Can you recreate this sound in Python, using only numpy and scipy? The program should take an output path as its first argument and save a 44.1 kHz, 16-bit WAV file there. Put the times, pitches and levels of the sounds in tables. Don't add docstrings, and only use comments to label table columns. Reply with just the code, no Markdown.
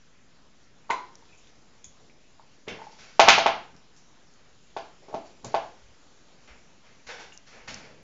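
import sys
import numpy as np
from scipy import signal
from scipy.io import wavfile
from scipy.ndimage import uniform_filter1d

SR = 44100
rng = np.random.default_rng(int(sys.argv[2]) if len(sys.argv) > 2 else 0)


def to_wav(s):
    ch = np.atleast_2d(s).T
    pcm = np.round(np.clip(ch, -1, 1) * 32767)
    wavfile.write(sys.argv[1], SR, pcm.astype(np.int16))


def magnitude_from_level(level_db):
    exponent = np.asarray(level_db, float) / 20
    return 10 ** exponent


N = 354113

# [f/Hz, level/dB per Hz]
HISS_COLOUR = [(12, -33), (17, -3), (27, -21), (192, -19.5), (409, -15), (840, -18.5), (3390, -24),
               (6680, -24.5)]
# [t/s, level/dB]
AIR_LEVEL = [
    (0., -63.5),
    (.8, -62.5),
    (1.3, -59),
    (1.7, -62),
    (4., -61.5),
    (6.1, -59.5),
    (8.03, -63),
]
# [peak t/s, rumble level/dB, thud level/dB, fade/s]
WEIGHT_SHIFTS = [(1.879, -57, -68, .03), (2.7, -57.5, -46, 0.067), (3.0, -65, -60, .05),
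                 (3.24, -52, -37.5, .04), (3.35, -66, -40, 0.069), (3.47, -55.5, -46, 0.087),
                 (3.75, -71.5, -57, 0.032), (4.79, -64, -61, 0.038), (5.14, -67, -57.5, .08),
                 (5.46, -58, -41.5, 0.06), (5.55, -57, -53, .06), (5.84, -55, -74.5, 0.089),
                 (6.51, -59, -65, .08), (7.07, -57.5, -61.5, 0.078), (7.56, -57.5, -61, 0.089),
                 (7.69, -60, -50.5, 0.22), (8.02, -59, -65, 0.02)]
# [t/s, level/dB, f/Hz]
SHELL_CLICKS = [
    (1.1548, -46.5, 5800),
    (7.3756, -43, 5950),
    (7.7437, -35, 5800),
]
# [delay/s, level/dB]
CLICK_REPEATS = [(0., 8), (.0008, -5.5), (.0016, -2), (.0093, -13)]
# [f/Hz, width/Hz, level/dB]
DULL_CLOTH = [(330, 130, -4), (483, 270, 5.5), (890, 470, 1)]
MIDDLE_CLOTH = [(1450, 650, 0.3), (2300, 640, 0.4), (3300, 1100, -7)]
BRIGHT_CLOTH = [(4420, 1200, -2), (5650, 710, -1.5), (6700, 2000, -1)]
# [t/s, level/dB, hold/s, dull part level/dB, bright part level/dB]
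PAW_SLAPS = [
    (2.913, -68.5, 0.049, -7, 10),
    (5.088, -67, .07, 19., 0),
    (5.445, -53.5, 0.12, 8.5, 1.5),
    (6.473, -51, 0.076, -7.5, -9.5),
    (7.066, -46.5, 0.046, -26, -1),
    (7.674, -41, 0.088, -9, -1.5),
]
# [t/s, level/dB, hold/s, dull part level/dB, bright part level/dB]
CLOTH_DRAGS = [(2.666, -44.5, 0.084, 3, -14), (2.807, -66, 0.12, -8.5, 6), (2.977, -52.5, 0.18, -9, -1),
               (5.011, -68.5, 0.055, 13.5, 3), (5.244, -62, 0.026, -8, 4.5), (6.419, -64.5, 0.027, -1.5, 0),
               (6.828, -60, 0.17, -1.5, -5.5), (7.081, -47.5, 0.093, 2, -4.5), (7.18, -54, 0.057, 3.5, 0.5),
               (7.458, -55, 0.1, -14, -0.5), (7.512, -56, 0.23, 0.5, -12), (7.793, -69.5, 0.21, 12, -14)]
# [t/s, level/dB, hold/s]
BONE_GRINDS = [
    (7.088, -37.5, 0.069),
    (7.211, -54, 0.037),
]
# [f/Hz, width/Hz, level/dB]
GRIND_MODES = [(515, 50, 1), (700, 220, 2), (1530, 110, -2), (2200, 100, -3.5), (3620, 230, -1.5)]
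# [t/s, level/dB, f/Hz, width/Hz, room share/dB]
BONE_SPLINTERS = [(.894, -40.5, 940, 201, 17.5), (.9027, -27, 990, 45, 2.5), (0.9027, -33, 2900, 500, -11),
                  (.903, -42.5, 3860, 495, 7), (0.905, -30, 1450, 400, -1.5), (.9085, -25, 2080, 197, -7),
                  (.908, -33.5, 6700, 1200, -3), (2.681, -40.5, 2200, 800, 9.5),
                  (2.683, -39.5, 3100, 700, 7), (2.684, -43, 5340, 1000, 5), (3.291, -15, 2950, 1200, 0.5),
                  (3.309, -19, 3000, 1200, 2.5), (3.331, -15.5, 2915, 1407, 5), (4.768, -48, 3400, 400, 1),
                  (4.769, -45, 4700, 500, -0.7), (4.766, -43.5, 1330, 249, 0.8),
                  (5.5435, -37.5, 1330, 250, -1.5), (5.102, -51.5, 850, 200, -4),
                  (5.447, -31.5, 6800, 1500, -4.8), (5.545, -47.5, 3300, 397, 3),
                  (5.5465, -34.5, 4560, 500, -14)]
# [t/s, level/dB, f/Hz, width/Hz]
TOOTH_NIBBLES = [(1.224, -56.5, 940, 70), (1.29, -67, 2500, 60), (1.324, -63, 2600, 40),
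                 (1.333, -58, 2390, 100), (1.472, -53, 3600, 900), (1.842, -57, 3420, 60),
                 (1.844, -38.5, 6680, 350), (1.845, -59, 2300, 300), (2.098, -56, 2300, 300),
                 (2.396, -49, 910, 147), (3.765, -51.5, 5330, 900), (4.172, -61, 990, 700),
                 (4.338, -56, 6520, 601), (7.323, -50.5, 2820, 120)]
# [t/s, level/dB, f/Hz, width/Hz]
AWAY_TICKS = [
    (1.376, -56.5, 6700, 900),
    (3.965, -51.5, 5760, 1792),
    (4.272, -63, 5070, 602),
    (7.328, -51.5, 6700, 1200),
]
# [t/s, level/dB, f/Hz]
BONE_ROCKS = [
    (2.789, -50.5, 850),
    (2.799, -49.5, 892),
    (2.817, -42.5, 885),
    (2.84, -48.5, 890),
    (2.868, -45, 837),
    (2.895, -54, 890),
    (2.929, -55.5, 890),
]
# [t/s, level/dB, f/Hz]
LOW_THUMPS = [
    (0.904, -39, 340),
    (2.678, -38.5, 374),
    (3.751, -57, 220.6),
    (4.767, -43, 330),
    (5.084, -47.5, 395),
    (5.144, -40.5, 340),
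    (5.146, -41, 226),
    (5.443, -46.5, 189.2),
]
# [t/s, blow level/dB, body f/Hz, crack level/dB, tick level/dB], last two against the body
BONE_KNOCKS = [(0.9018, -29, 935, -7.5, -11.5), (2.679, -43.5, 596, 3.5, -4),
               (3.1945, -2.5, 727, -9.5, -15.5), (3.2724, -14.5, 780, -7, -30.5),
               (3.2822, -6, 730, -0.5, -6.5), (3.3797, -13, 690, -9.5, -16),
               (3.46, -9.5, 765, -10.5, -27.5), (4.7648, -25, 730, -16, -22.5),
               (5.0827, -45, 738, -25, -16), (5.128, -35.5, 655, -34, -27), (5.1412, -22.5, 655, -24, -26),
               (5.444, -36.5, 876, -25.5, -12), (5.5423, -13.5, 730, -19, -30.5)]
# [f/Hz, width/Hz, level/dB]
CRACK_MODES = [(1450, 630, -2.5), (2200, 430, -3.5), (3100, 1200, 0.5)]
TICK_MODES = [(4210, 1100, 1.6), (6530, 800, -5.5)]
# [f/Hz, width/Hz, level/dB]
BOARD_MODES = [(340, 17, -9.5), (448, 8.4, -13), (540, 12., -9.5), (667.3, 7.4, 0), (730, 8.4, -7),
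               (800, 11., 0), (926, 9.9, -11.5), (1330, 21, -11.5)]
# [delay/s, level/dB]
WALL_ECHOES = [(.0038, -2.5), (.006, -11), (.0085, -13), (0.0097, -11.5), (.019, -8.5)]
# [f/Hz, time to fall 60 dB/s, level/dB]
ROOM_TAIL = [(120, 0.13, -24), (330, .5, 2.5), (604, 0.37, 1.5), (850, 0.36, 3.5), (1200, 0.42, 3.5),
             (2500, .38, 5.5), (4997, 0.41, 3.5), (7400, 0.22, 9)]


def evened(x):
    return x / np.sqrt(np.mean(x ** 2) + 1e-20)


def read(hz_points, values, hz):
    return np.interp(np.log(hz + 1), np.log(hz_points + 1), values)


def add(mix, s, sound):
    part = mix[round(s * SR):][:len(sound)]
    part += sound[:len(part)]


def ring(hz, width, t):
    swing = np.sin(2 * np.pi * hz * t)
    fade = np.exp(-np.pi * width * t)
    soft_start = 1 - np.exp(-t * hz * 4)
    wave = swing * fade * soft_start
    return wave / abs(wave).max()


def through(modes, x):
    t = np.arange(SR // 2) / SR
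    body = sum((-1) ** k * magnitude_from_level(db) * ring(hz, width, t) for k, (hz, width, db) in enumerate(modes))
    return signal.oaconvolve(x, body)[:len(x)]


def band_noise(lo_hz, hi_hz):
    band = signal.butter(2, [lo_hz, hi_hz], "band", fs=SR, output="sos")
    return evened(signal.sosfilt(band, rng.standard_normal(N)))


def stroke(s, rise, hold):
    t = np.arange(N) / SR - s
    return np.clip(t / max(rise, .001), 0, 1) * np.exp(-np.maximum(t - rise, 0) / max(hold, .005))


def smear(x, pole):
    return signal.sosfilt(np.tile([-pole, 1, 0, 1, -pole, 0], (12, 1)), x)


def hiss():
    frames, hz = N // 256 + 5, np.fft.rfftfreq(1024, 1 / SR)
    real, imaginary, patches = rng.standard_normal((frames, 513, 3)).T
    patches = evened(uniform_filter1d(uniform_filter1d(patches, 20, 0), 16, 1))
    colour_db = read(*np.transpose(HISS_COLOUR), np.minimum(hz, 6600)) - 60 * (hz > 9000)
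    spectrum = (real + 1j * imaginary) * magnitude_from_level(colour_db[:, None] + 1.6 * patches)
    noise = signal.istft(spectrum, nperseg=1024, noverlap=768)[1][:N]
    level_db = np.interp(np.arange(N) / SR, *np.transpose(AIR_LEVEL)) + 0.5
    return magnitude_from_level(level_db) * evened(noise)


def weight():
    rise_s, rest_rumble_db, rest_thud_db = .04, -71.5, -66.5
    t = np.arange(N) / SR
    rumble, thud = np.full(N, magnitude_from_level(rest_rumble_db)), np.full(N, magnitude_from_level(rest_thud_db))
    for s, rumble_db, thud_db, fade in WEIGHT_SHIFTS:
        rise = np.clip(1 + (t - s) / rise_s, 0, 1) ** 2
        swell = rise * np.exp(-np.maximum(t - s, 0) / max(fade, .005))
        rumble = np.hypot(rumble, magnitude_from_level(rumble_db) * swell)
        thud = np.hypot(thud, magnitude_from_level(thud_db) * swell)
    return rumble * band_noise(20, 70) + thud * band_noise(100, 270)


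def clicks():
    out, t = np.zeros(N), np.arange(400) / SR
    for s, level_db, hz in SHELL_CLICKS:
        snap = ring(hz, 1000.0, t) * np.minimum(t / .00025, 1)
        for delay, db in CLICK_REPEATS:
            add(out, s + delay, magnitude_from_level(level_db + 7.0 + db) * snap)
    return out


def scuffs():
    slap_rise_s, drag_rise_s = .005, .022
    grains = rng.standard_normal(N) * magnitude_from_level(2.7 * np.minimum(rng.exponential(1, N), 5))
    dull = evened(through(DULL_CLOTH, grains))
    middle = evened(through(MIDDLE_CLOTH, grains))
    bright = evened(through(BRIGHT_CLOTH, grains))
    bone = evened(through(GRIND_MODES, grains))
    out = np.zeros(N)
    for s, level_db, hold in BONE_GRINDS:
        out += magnitude_from_level(level_db) * stroke(s, slap_rise_s, hold) * bone
    for rise, rows in ((slap_rise_s, PAW_SLAPS), (drag_rise_s, CLOTH_DRAGS)):
        for s, level_db, hold, dull_db, bright_db in rows:
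            cloth = magnitude_from_level(dull_db) * dull + middle + magnitude_from_level(bright_db) * bright
            out += magnitude_from_level(level_db) * stroke(s, rise, hold) * cloth
    return out


def chip_rows():
    rows = list(BONE_SPLINTERS)
    rows += [(*row, -3.5) for row in TOOTH_NIBBLES]
    rows += [(*row, 6.5) for row in AWAY_TICKS]
    rows += [(*row, 52, -7.5) for row in BONE_ROCKS]
    rows += [(s, db, hz, .45 * hz, 2.5) for s, db, hz in LOW_THUMPS]
    return rows


def chips():
    direct, feed = np.zeros((2, N))
    t = np.arange(4000) / SR
    for s, level_db, hz, width, room_db in chip_rows():
        chip = ring(hz, width, t)
        add(direct, s, magnitude_from_level(level_db + 8.5) * chip)
        add(feed, s, magnitude_from_level(level_db + 7 + room_db) * chip)
    return direct, feed


def knocks():
    bounce_s, bounce_db, room_db = .0045, -.8, 0.6
    low, high, feed, push = np.zeros((4, N))
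    t = np.arange(1500) / SR
    tap = 1. * (t == 0)
    crack, tick = through(CRACK_MODES, tap), through(TICK_MODES, tap)
    small = signal.butter(2, [380, 1200], "band", fs=SR, output="sos")
    for s, blow_db, hz, crack_db, tick_db in BONE_KNOCKS:
        swing = -ring(1.034 * hz, 290.0, t) - 0.1 * ring(.5 * hz, 160., t)
        body = signal.sosfilt(small, swing)
        treble = magnitude_from_level(crack_db) * crack + magnitude_from_level(tick_db) * tick
        add(low, s, magnitude_from_level(blow_db + 4.5) * body)
        add(low, s + bounce_s, magnitude_from_level(blow_db + 2.5 + bounce_db) * body)
        add(high, s, magnitude_from_level(blow_db + 4.5) * treble)
        add(feed, s, magnitude_from_level(blow_db + room_db) * (0.75 * body + 1.61 * treble))
        add(push, s + 0.0022, magnitude_from_level(blow_db + room_db) * np.hanning(12) / 6)
    return low, high, feed, through(BOARD_MODES, push)


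def echoes(x):
    out = np.zeros(N)
    for delay, db in WALL_ECHOES:
        x = smear(x, .55)
        add(out, delay, magnitude_from_level(db) * x)
    return out


def room(x):
    taps = np.zeros(SR)
    at = np.arange(60, SR - 12, 12)
    taps[at + rng.integers(0, 12, len(at))] = rng.choice([-1., 1.], len(at))
    hz, t, spectrum = signal.stft(taps, SR, nperseg=256)
    band_hz, t60, band_db = np.transpose(ROOM_TAIL)
    start_db = read(band_hz, band_db, hz)[:, None]
    fall_db = start_db - 60 * t / read(band_hz, t60, hz)[:, None]
    tail = signal.istft(spectrum * magnitude_from_level(fall_db), SR, nperseg=256)[1][:SR]
    tail = tail * np.clip((np.arange(SR) / SR - .002) / 0.0037, 0, 1)
    return signal.fftconvolve(x, tail / np.linalg.norm(tail))[:N]


def scene():
    low, high, feed, board = knocks()
    chip, chip_feed = chips()
    cloth = scuffs()
    shaded = signal.sosfilt(signal.butter(2, 2400, fs=SR, output="sos"), high)
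    direct = low + magnitude_from_level(-3.0) * shaded + chip + magnitude_from_level(-2.5) * cloth + clicks() + magnitude_from_level(-12.5) * board
    early = echoes(magnitude_from_level(-13) * low + magnitude_from_level(5.5) * high + magnitude_from_level(-6.5) * chip)
    late = room(magnitude_from_level(8.5) * feed + magnitude_from_level(4) * chip_feed + magnitude_from_level(-7.5) * cloth)
    return (direct + early + late + weight() + hiss())[None]


def band_limit(x):
    return signal.sosfilt(signal.butter(12, 8320, fs=SR, output="sos"), x)


def record(dry):
    ceiling, edge_hz, offset = .93, 7400, -.0018
    edge = signal.firwin(161, edge_hz, window=("kaiser", 6.5), fs=SR)[None]
    limited = signal.oaconvolve(np.clip(dry, -ceiling, ceiling), edge, "same")
    mix = np.clip(limited + offset, -1, 1)
    return band_limit(mix)


dry = scene()
out = record(dry)
to_wav(out)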